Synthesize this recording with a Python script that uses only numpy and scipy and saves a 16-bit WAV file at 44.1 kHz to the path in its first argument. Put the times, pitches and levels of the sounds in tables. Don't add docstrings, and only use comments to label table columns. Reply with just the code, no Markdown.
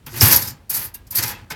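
import sys
import numpy as np
from scipy import signal
from scipy.fft import rfft, irfft, next_fast_len
from scipy.io import wavfile

SR = 44100
rng = np.random.default_rng(int(sys.argv[2]) if len(sys.argv) > 2 else 0)


def wav_out(sig):
    wavfile.write(sys.argv[1], SR, np.round(np.clip(np.atleast_2d(sig).T, -1, 1) * 32767).astype(np.int16))


def rack_gain(trim_db):
    fader = np.asarray(trim_db, float)
    return 10 ** (fader / 20)


N = 68355

# time in seconds, scrape level in dB, shell and bracket levels in dB relative to the scrape.
SLIDES = [
    [(0.075, -50, -7, -2.5), (0.109, -53, -1.5, 3), (0.14, -45, 1.5, -0.5), (0.178, -27.5, -8, -8.5),
     (0.19, -36, -2, -1.5), (0.205, -30.5, -11.5, 3), (0.208, -19, -7, 1)],
    [(0.214, -15, -2.5, -4), (0.24, -12.5, -11.5, -9), (0.268, -13.5, -6.5, -6), (0.282, -14, -10.5, -11),
     (0.302, -18.5, -4.5, -6.5), (0.326, -14, -14, -5), (0.352, -19.5, -8.5, -13.5),
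     (0.378, -22, -12, -8.5), (0.388, -30.5, -11, -5.5)],
    [(0.388, -25, -7, -4.5), (0.414, -31.5, -8.5, -6.5), (0.468, -34.5, -10, -3), (0.51, -41, -6, 3),
     (0.535, -64, 0.5, 1), (0.58, -89, 21, 19.5)],
    [(0.705, -28.5, -14, -10.5), (0.73, -29.5, -10.5, -6), (0.746, -20.5, -16, -11),
     (0.78, -24.5, -17, -10), (0.798, -27.5, -13, -11), (0.858, -30.5, -12.5, -13),
     (0.885, -44.5, -7.5, -7), (0.92, -71, 8.5, -6)],
    [(1.108, -53.5, -10, -11), (1.13, -44, -3, -4), (1.146, -39, -3, -8.5), (1.174, -22, -12, -9.5),
     (1.218, -33, -6, -2), (1.318, -34, -6, -4.5), (1.34, -54, 11.5, 4.5), (1.45, -81.5, 20.5, 12.5)],
]
# time in seconds, peak in dB, shell and bracket levels in dB relative to it, hold in seconds.
CONTACTS = [(0.0622, -23, -7, -10, 0.004), (0.136, -27.5, -5.5, -26, 0.008),
            (0.163, -25.5, -10, -7, 0.0074), (0.1796, -20.5, -15, -6, 0.0051),
            (0.2086, -5.5, -11, -13, 0.0024), (0.2197, -5, -15, -4.5, 0.0094),
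            (0.279, -4.5, -28, -25, 0.0049), (0.308, -4.5, -14, -7.5, 0.0088),
            (0.323, -2.5, -15, -4.5, 0.0086), (0.34, -7.5, -21, -4, 0.0081), (0.36, -6, -22, -8, 0.01),
            (0.378, -16, -27, -14, 0.005), (0.417, -15, -29, -8, 0.006), (0.474, -19, -17, -8.5, 0.01),
            (0.6956, -6.5, -29, -16, 0.0085), (0.739, -13, -24, -9.5, 0.011),
            (0.754, -16.5, -17, -12, 0.016), (0.813, -25, -13, -7, 0.006),
            (0.9406, -18, -27, -16.5, 0.0085), (1.0663, -38.5, -15.5, -7, 0.006),
            (1.1062, -20, -27, -12.5, 0.015), (1.144, -20, -25, -14, 0.005), (1.151, -6, -28, -13.5, 0.018),
            (1.182, -9, -14, -6, 0.0073), (1.2238, -11, -12.5, -6.5, 0.01), (1.254, -17, -14, -20, 0.0071),
            (1.277, -16.5, -11.5, -11, 0.0097), (1.288, -17, -15, -12, 0.0056),
            (1.5014, -24.5, -2.5, -2, 0.016)]
# time in seconds, peak in dB.
TICKS = [(0.2574, 1.5), (0.2844, 1), (0.3174, 3.5), (0.3354, 1), (0.3454, -1.5), (0.3714, -0.5),
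         (0.6973, -9.5), (0.7024, -9), (0.7444, -12), (0.7474, -8), (1.1538, -4.5), (1.1604, -7),
         (1.1654, -7.5), (1.1874, -8), (1.2324, -9.5)]
# start in seconds, level in dB, pitch in Hz, 60 dB decay time in seconds.
RINGS = [(.07, -40, 12855, 0.3), (.125, -38, 353, 0.31), (0.21, -1, 8540, 0.0091),
         (0.2097, -4.5, 5400, 0.013), (.216, -17.5, 835, 0.076), (0.233, -30.5, 1726, 0.13),
         (.312, -10, 11230, .05), (.3235, 4.5, 12235, 0.034), (.3235, -4.5, 12350, .04),
         (0.326, -20, 5960, 0.1), (.333, -21, 847, 0.13), (.33, -17, 940, 0.062),
         (0.335, -17.5, 4470, 0.13), (0.335, -20, 4720, 0.11), (.3595, 3.5, 11830, 0.032),
         (.36, -12, 10100, .04), (.375, -30, 11620, 0.18), (.385, -25.5, 12855, 0.22),
         (.425, -28.5, 5050, 0.19), (.44, -36, 1565, 0.15), (.475, -20, 12080, 0.062),
         (.472, -32, 5100, 0.068), (.945, -51, 1632, 0.28), (.943, -44, 2756, 0.11),
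         (1.108, -18, 13600, 0.082), (1.108, -25, 11670, .06), (1.125, -38, 980, 0.082),
         (1.153, -10, 12240, 0.042), (1.165, -29, 4466, 0.086), (1.183, -13.5, 12350, .04),
         (1.186, -19, 4480, .06), (1.225, -23.5, 5210, 0.056), (1.238, -32, 948, 0.12),
         (1.28, -45, 4420, 0.32), (1.27, -34.5, 828.7, 0.25), (1.35, -40, 2630, 0.15),
         (1.502, -25, 1526, 0.062), (1.503, -36, 1030, .06), (1.502, -33.5, 1760, .06),
         (1.503, -32.5, 2183, 0.22), (1.503, -34, 1210, .09), (1.505, -37.5, 872, 0.19),
         (1.505, -27.5, 5160, .06), (1.53, -34, 428, 0.082)]
# time in seconds, peak in dB, pitch in Hz.
THUMPS = [(0.06, -35.5, 138), (0.099, -35.5, 99), (0.127, -32.5, 101.5), (0.157, -29.5, 120),
          (0.189, -24, 130), (0.2157, -5.5, 104.3), (0.25, -21.5, 141), (0.28, -26, 128.2),
          (0.325, -24.5, 97), (0.349, -23, 91), (0.368, -28.5, 96), (0.416, -31, 113), (0.459, -30.5, 91.5),
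          (0.499, -34, 119.4), (0.524, -43, 140), (0.767, -33, 122), (0.852, -38.5, 100), (1.1, -37, 99),
          (1.176, -29.5, 101), (1.229, -28.5, 114), (1.318, -37.5, 107), (1.414, -37, 104)]
# pitch in Hz, level in dB relative to the base.
TRAY = [(235, -14), (310, -20.5)]
# frequency in Hz, density in dB per Hz.
WIRE_SPECTRUM = [(4710, -41), (8000, -12.5), (9420, -8), (10600, -4), (11900, 3), (16900, -11.5)]
# frequency in Hz, density in dB per Hz.
BRACKET_SPECTRUM = [(1940, -37.5), (3300, -17), (4640, 2.5), (5960, 1.5), (7580, -3), (9000, -5.5),
                    (11700, -14), (19800, -120)]
# frequency in Hz, density in dB per Hz.
SHELL_SPECTRUM = [(94, -20.5), (160, -1), (560, -5), (753, -22), (839, 0.5), (1170, -4.5), (1760, 1),
                  (1910, -1), (4000, -7.5), (5200, -12), (8800, -120)]
# pitch in Hz, width in Hz, level in dB.
ROD_MODES = [(4465, 20, 0.5), (5050, 14, -7.5), (11230, 55, 3.5), (11550, 37, 2.5), (11620, 25, -1),
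             (11800, 14, 5.5), (12200, 30, 4), (12235, 24, 11.5), (12070, 36, 6), (12100, 30.7, 5.5),
             (12640, 25, 2.5), (12855, 22, 2.5), (14000, 35, -4), (13700, 69, 11)]
# pitch in Hz, width in Hz, level in dB.
PANEL_MODES = [(841, 21, 2.5), (1760, 37, -6), (2066, 55, 10), (2481, 58, 9)]
# frequency in Hz, density in dB per Hz.
ROOM_SPECTRUM = [(18, -28), (30, -1), (94, -6), (159, -15), (633, -29.5), (3270, -37), (3840, -39),
                 (6700, -44), (16900, -48)]

ATTACK_S, CONTACT_T60_S, SHELL_T60_S = 0.0056, 0.059, 0.12
WIRE_CONTACT_DB, BRACKET_CONTACT_DB, SHELL_CONTACT_DB = -13, -8.5, -6.5
GRAINS_PER_S, GRAIN_SPREAD_DB, RATTLE_DB = 16000, 1.5, 1
RODS_DB, PANELS_DB = -10.5, -12
BASE_HZ, BASE_WIDTH_HZ, BASE_DB = 105, 155, 0.5
SHEET_WIDTH_HZ, SHEET_DB = 16, -5
RING_RISE_S, RING_FLUTTER_DB, RING_FLUTTER_PER_S = 0.0038, 3.5, 45
TICK_DB = -7
THUMP_T60_S, THUMP_DB, THUMP_LEAD_S = 0.064, 0.5, -0.001
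KITCHEN_T60_S, WALL_CUT_HZ, KITCHEN_DB = 0.6, 2600, -17.5
ROOM_DB = -47
SETTLE_S, SETTLE_DB = 0.18, -1
MIC_CUT_HZ, OVERLOAD = 47, 2.5


def rms_one(x):
    return x / np.sqrt(np.mean(x ** 2) + 1e-20)


def colour(x, points):
    hz, db = np.transpose(points)
    size = next_fast_len(N + 4096)
    f = np.maximum(np.arange(size // 2 + 1) * SR / size, 1)
    corners = np.r_[hz[0] / 2, hz, hz[-1] * 2]
    levels = np.r_[db[0] - 40, db, db[-1] - 40]
    gain = rack_gain(np.interp(np.log(f), np.log(corners), levels))
    cepstrum = irfft(np.log(gain), size)
    cepstrum[1:size // 2] *= 2
    cepstrum[size // 2 + 1:] = 0
    response = np.exp(rfft(cepstrum))
    return irfft(rfft(x, size) * response, size)[:N] / np.sqrt(np.mean(gain ** 2))


def resonate(x, hz, width_hz):
    r = np.exp(-np.pi * width_hz / SR)
    poles = [1, -2 * r * np.cos(2 * np.pi * hz / SR), r * r]
    return signal.lfilter([1, 0, -1], poles, x + 1e-18) * np.sqrt((1 - r * r) / 2)


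def drift(rate):
    r = np.exp(-2 * np.pi * rate / SR)
    wander = signal.lfilter([1], [1, -2 * r, r * r], rng.standard_normal(N + 9000))
    return rms_one(wander[9000:])


def grains():
    sizes = rack_gain(GRAIN_SPREAD_DB * np.minimum(rng.exponential(1, N), 4)) * rng.standard_normal(N)
    return rms_one(sizes * (rng.random(N) < GRAINS_PER_S / SR))


def burst(start, hold, t60):
    t = np.arange(N) / SR - start + ATTACK_S / 2
    release = rack_gain(-60 * np.clip(t - ATTACK_S - hold, 0, 1) / t60)
    return np.clip(t / ATTACK_S, 0, 1) ** 2 * release


def modes(x, peaks):
    out, power = 0, 0
    for hz, width_hz, db in peaks:
        out = out + rack_gain(db) * resonate(x * rack_gain(1.7 * drift(14)), hz, width_hz)
        power += rack_gain(2 * db)
    return out / np.sqrt(power)


def carriage_forces():
    t = np.arange(N) / SR
    wires, brackets, shell = np.zeros((3, N))
    for stroke in SLIDES:
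        s, db, shell_db, bracket_db = np.transpose(stroke)
        wires += rack_gain(2 * np.interp(t, s, db, -99, -99))
        brackets += rack_gain(2 * np.interp(t, s, db + bracket_db, -99, -99))
        shell += rack_gain(2 * np.interp(t, s, db + shell_db, -99, -99))
    for s, db, shell_db, bracket_db, hold in CONTACTS:
        knock = burst(s, hold, CONTACT_T60_S)
        shell_knock = burst(s + 0.0025, hold, SHELL_T60_S)
        wires += (rack_gain(db + WIRE_CONTACT_DB) * knock) ** 2
        brackets += (rack_gain(db + bracket_db + BRACKET_CONTACT_DB) * knock) ** 2
        shell += (rack_gain(db + shell_db + SHELL_CONTACT_DB) * shell_knock) ** 2
    rattle = rack_gain(RATTLE_DB * drift(60))
    shell_rattle = rack_gain(RATTLE_DB * drift(32))
    return np.sqrt(wires) * rattle, np.sqrt(brackets) * rattle, np.sqrt(shell) * shell_rattle


def carriage():
    wires, brackets, shell = carriage_forces()
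    scrape, mode_scrape = grains(), grains()
    metal = colour(wires * scrape, WIRE_SPECTRUM) + colour(brackets * grains(), BRACKET_SPECTRUM)
    rods = rack_gain(RODS_DB) * modes(wires * mode_scrape, ROD_MODES)
    body = colour(shell * scrape, SHELL_SPECTRUM)
    panels = rack_gain(PANELS_DB) * modes(shell * mode_scrape, PANEL_MODES)
    rumble = resonate(shell * rng.standard_normal(N), BASE_HZ, BASE_WIDTH_HZ)
    base = rack_gain(BASE_DB) * resonate(rumble, BASE_HZ, 100) * 0.047
    return metal + rods + body + panels + base + sheet(shell * mode_scrape, brackets * mode_scrape)


def sheet(shell_drive, bracket_drive):
    pitches = np.geomspace(720, 7500, 60) * rng.uniform(.97, 1.03, 60)
    swings = [rack_gain(5.0 * drift(12)) for _ in range(12)]
    out = 0
    for k, hz in enumerate(pitches):
        drive = shell_drive if hz < 3500 else bracket_drive
        out = out + resonate(drive * swings[k % 12], hz, SHEET_WIDTH_HZ)
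    return rack_gain(SHEET_DB) * out / 12


def rings():
    out, flutter = 0, RING_FLUTTER_DB * drift(RING_FLUTTER_PER_S)
    for s, db, hz, t60 in RINGS:
        t = np.maximum(np.arange(N) / SR - s, 0)
        own_flutter = np.roll(flutter, rng.integers(N))
        level = rack_gain(db - 60 * np.minimum(t / t60, 3) + own_flutter)
        rise = 1 - np.exp(-t / min(RING_RISE_S, t60 / 20))
        out = out + level * rise * np.sin(2 * np.pi * hz * t)
    return out


def ticks():
    clicks, one = np.zeros((2, N))
    one[0] = 1
    for s, db in TICKS:
        clicks[int(s * SR)] = rack_gain(db + TICK_DB)
    one_peak = np.max(np.abs(colour(one, WIRE_SPECTRUM)))
    return colour(clicks, WIRE_SPECTRUM) / one_peak


def thumps():
    out, decay = 0, 2 * np.log(1000) / THUMP_T60_S
    for s, db, hz in THUMPS:
        t = np.maximum(np.arange(N) / SR - s + THUMP_LEAD_S, 0)
        swell = (decay * t / 4) ** 4 * np.exp(4 - decay * t)
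        swing = np.sin(2 * np.pi * hz * t)
        for tray_hz, tray_db in TRAY:
            swing = swing + rack_gain(tray_db) * np.sin(2 * np.pi * tray_hz * t)
        out = out + rack_gain(db + THUMP_DB) * swell * swing
    return out


def kitchen(x):
    out, dull = np.zeros(N), np.exp(-2 * np.pi * WALL_CUT_HZ / SR)
    lags = (rng.uniform(.012, .035, 8) * SR).astype(int)
    for k, lag in enumerate(lags):
        loop, state = x.copy(), [0.]
        gain = rack_gain(-60 * lag / SR / KITCHEN_T60_S)
        for i in range(lag, N, lag):
            back, state = signal.lfilter([gain * (1 - dull)], [1, -dull], loop[i - lag:i], zi=state)
            loop[i:i + lag] += back[:N - i]
        out += (loop - x) * (-1) ** k
    return out


def room_tone():
    at_start = np.arange(N) / SR < SETTLE_S
    level = rack_gain(ROOM_DB + drift(14) + SETTLE_DB * at_start)
    return level * rms_one(colour(rng.standard_normal(N), ROOM_SPECTRUM))


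def scene():
    toaster = carriage() + rings() + ticks()
    return (toaster + thumps() + rack_gain(KITCHEN_DB) * kitchen(toaster) + room_tone())[None]


def top_cut(x):
    return signal.sosfilt(signal.butter(12, 17090, fs=SR, output="sos"), x)


def record(dry):
    bass_cut = signal.butter(2, MIC_CUT_HZ, "high", fs=SR, output="sos")
    heard = signal.sosfilt(bass_cut, dry)
    mix = np.clip(OVERLOAD * np.tanh(heard / OVERLOAD), -1, 1)
    return top_cut(mix)


dry = scene()
out = record(dry)
wav_out(out)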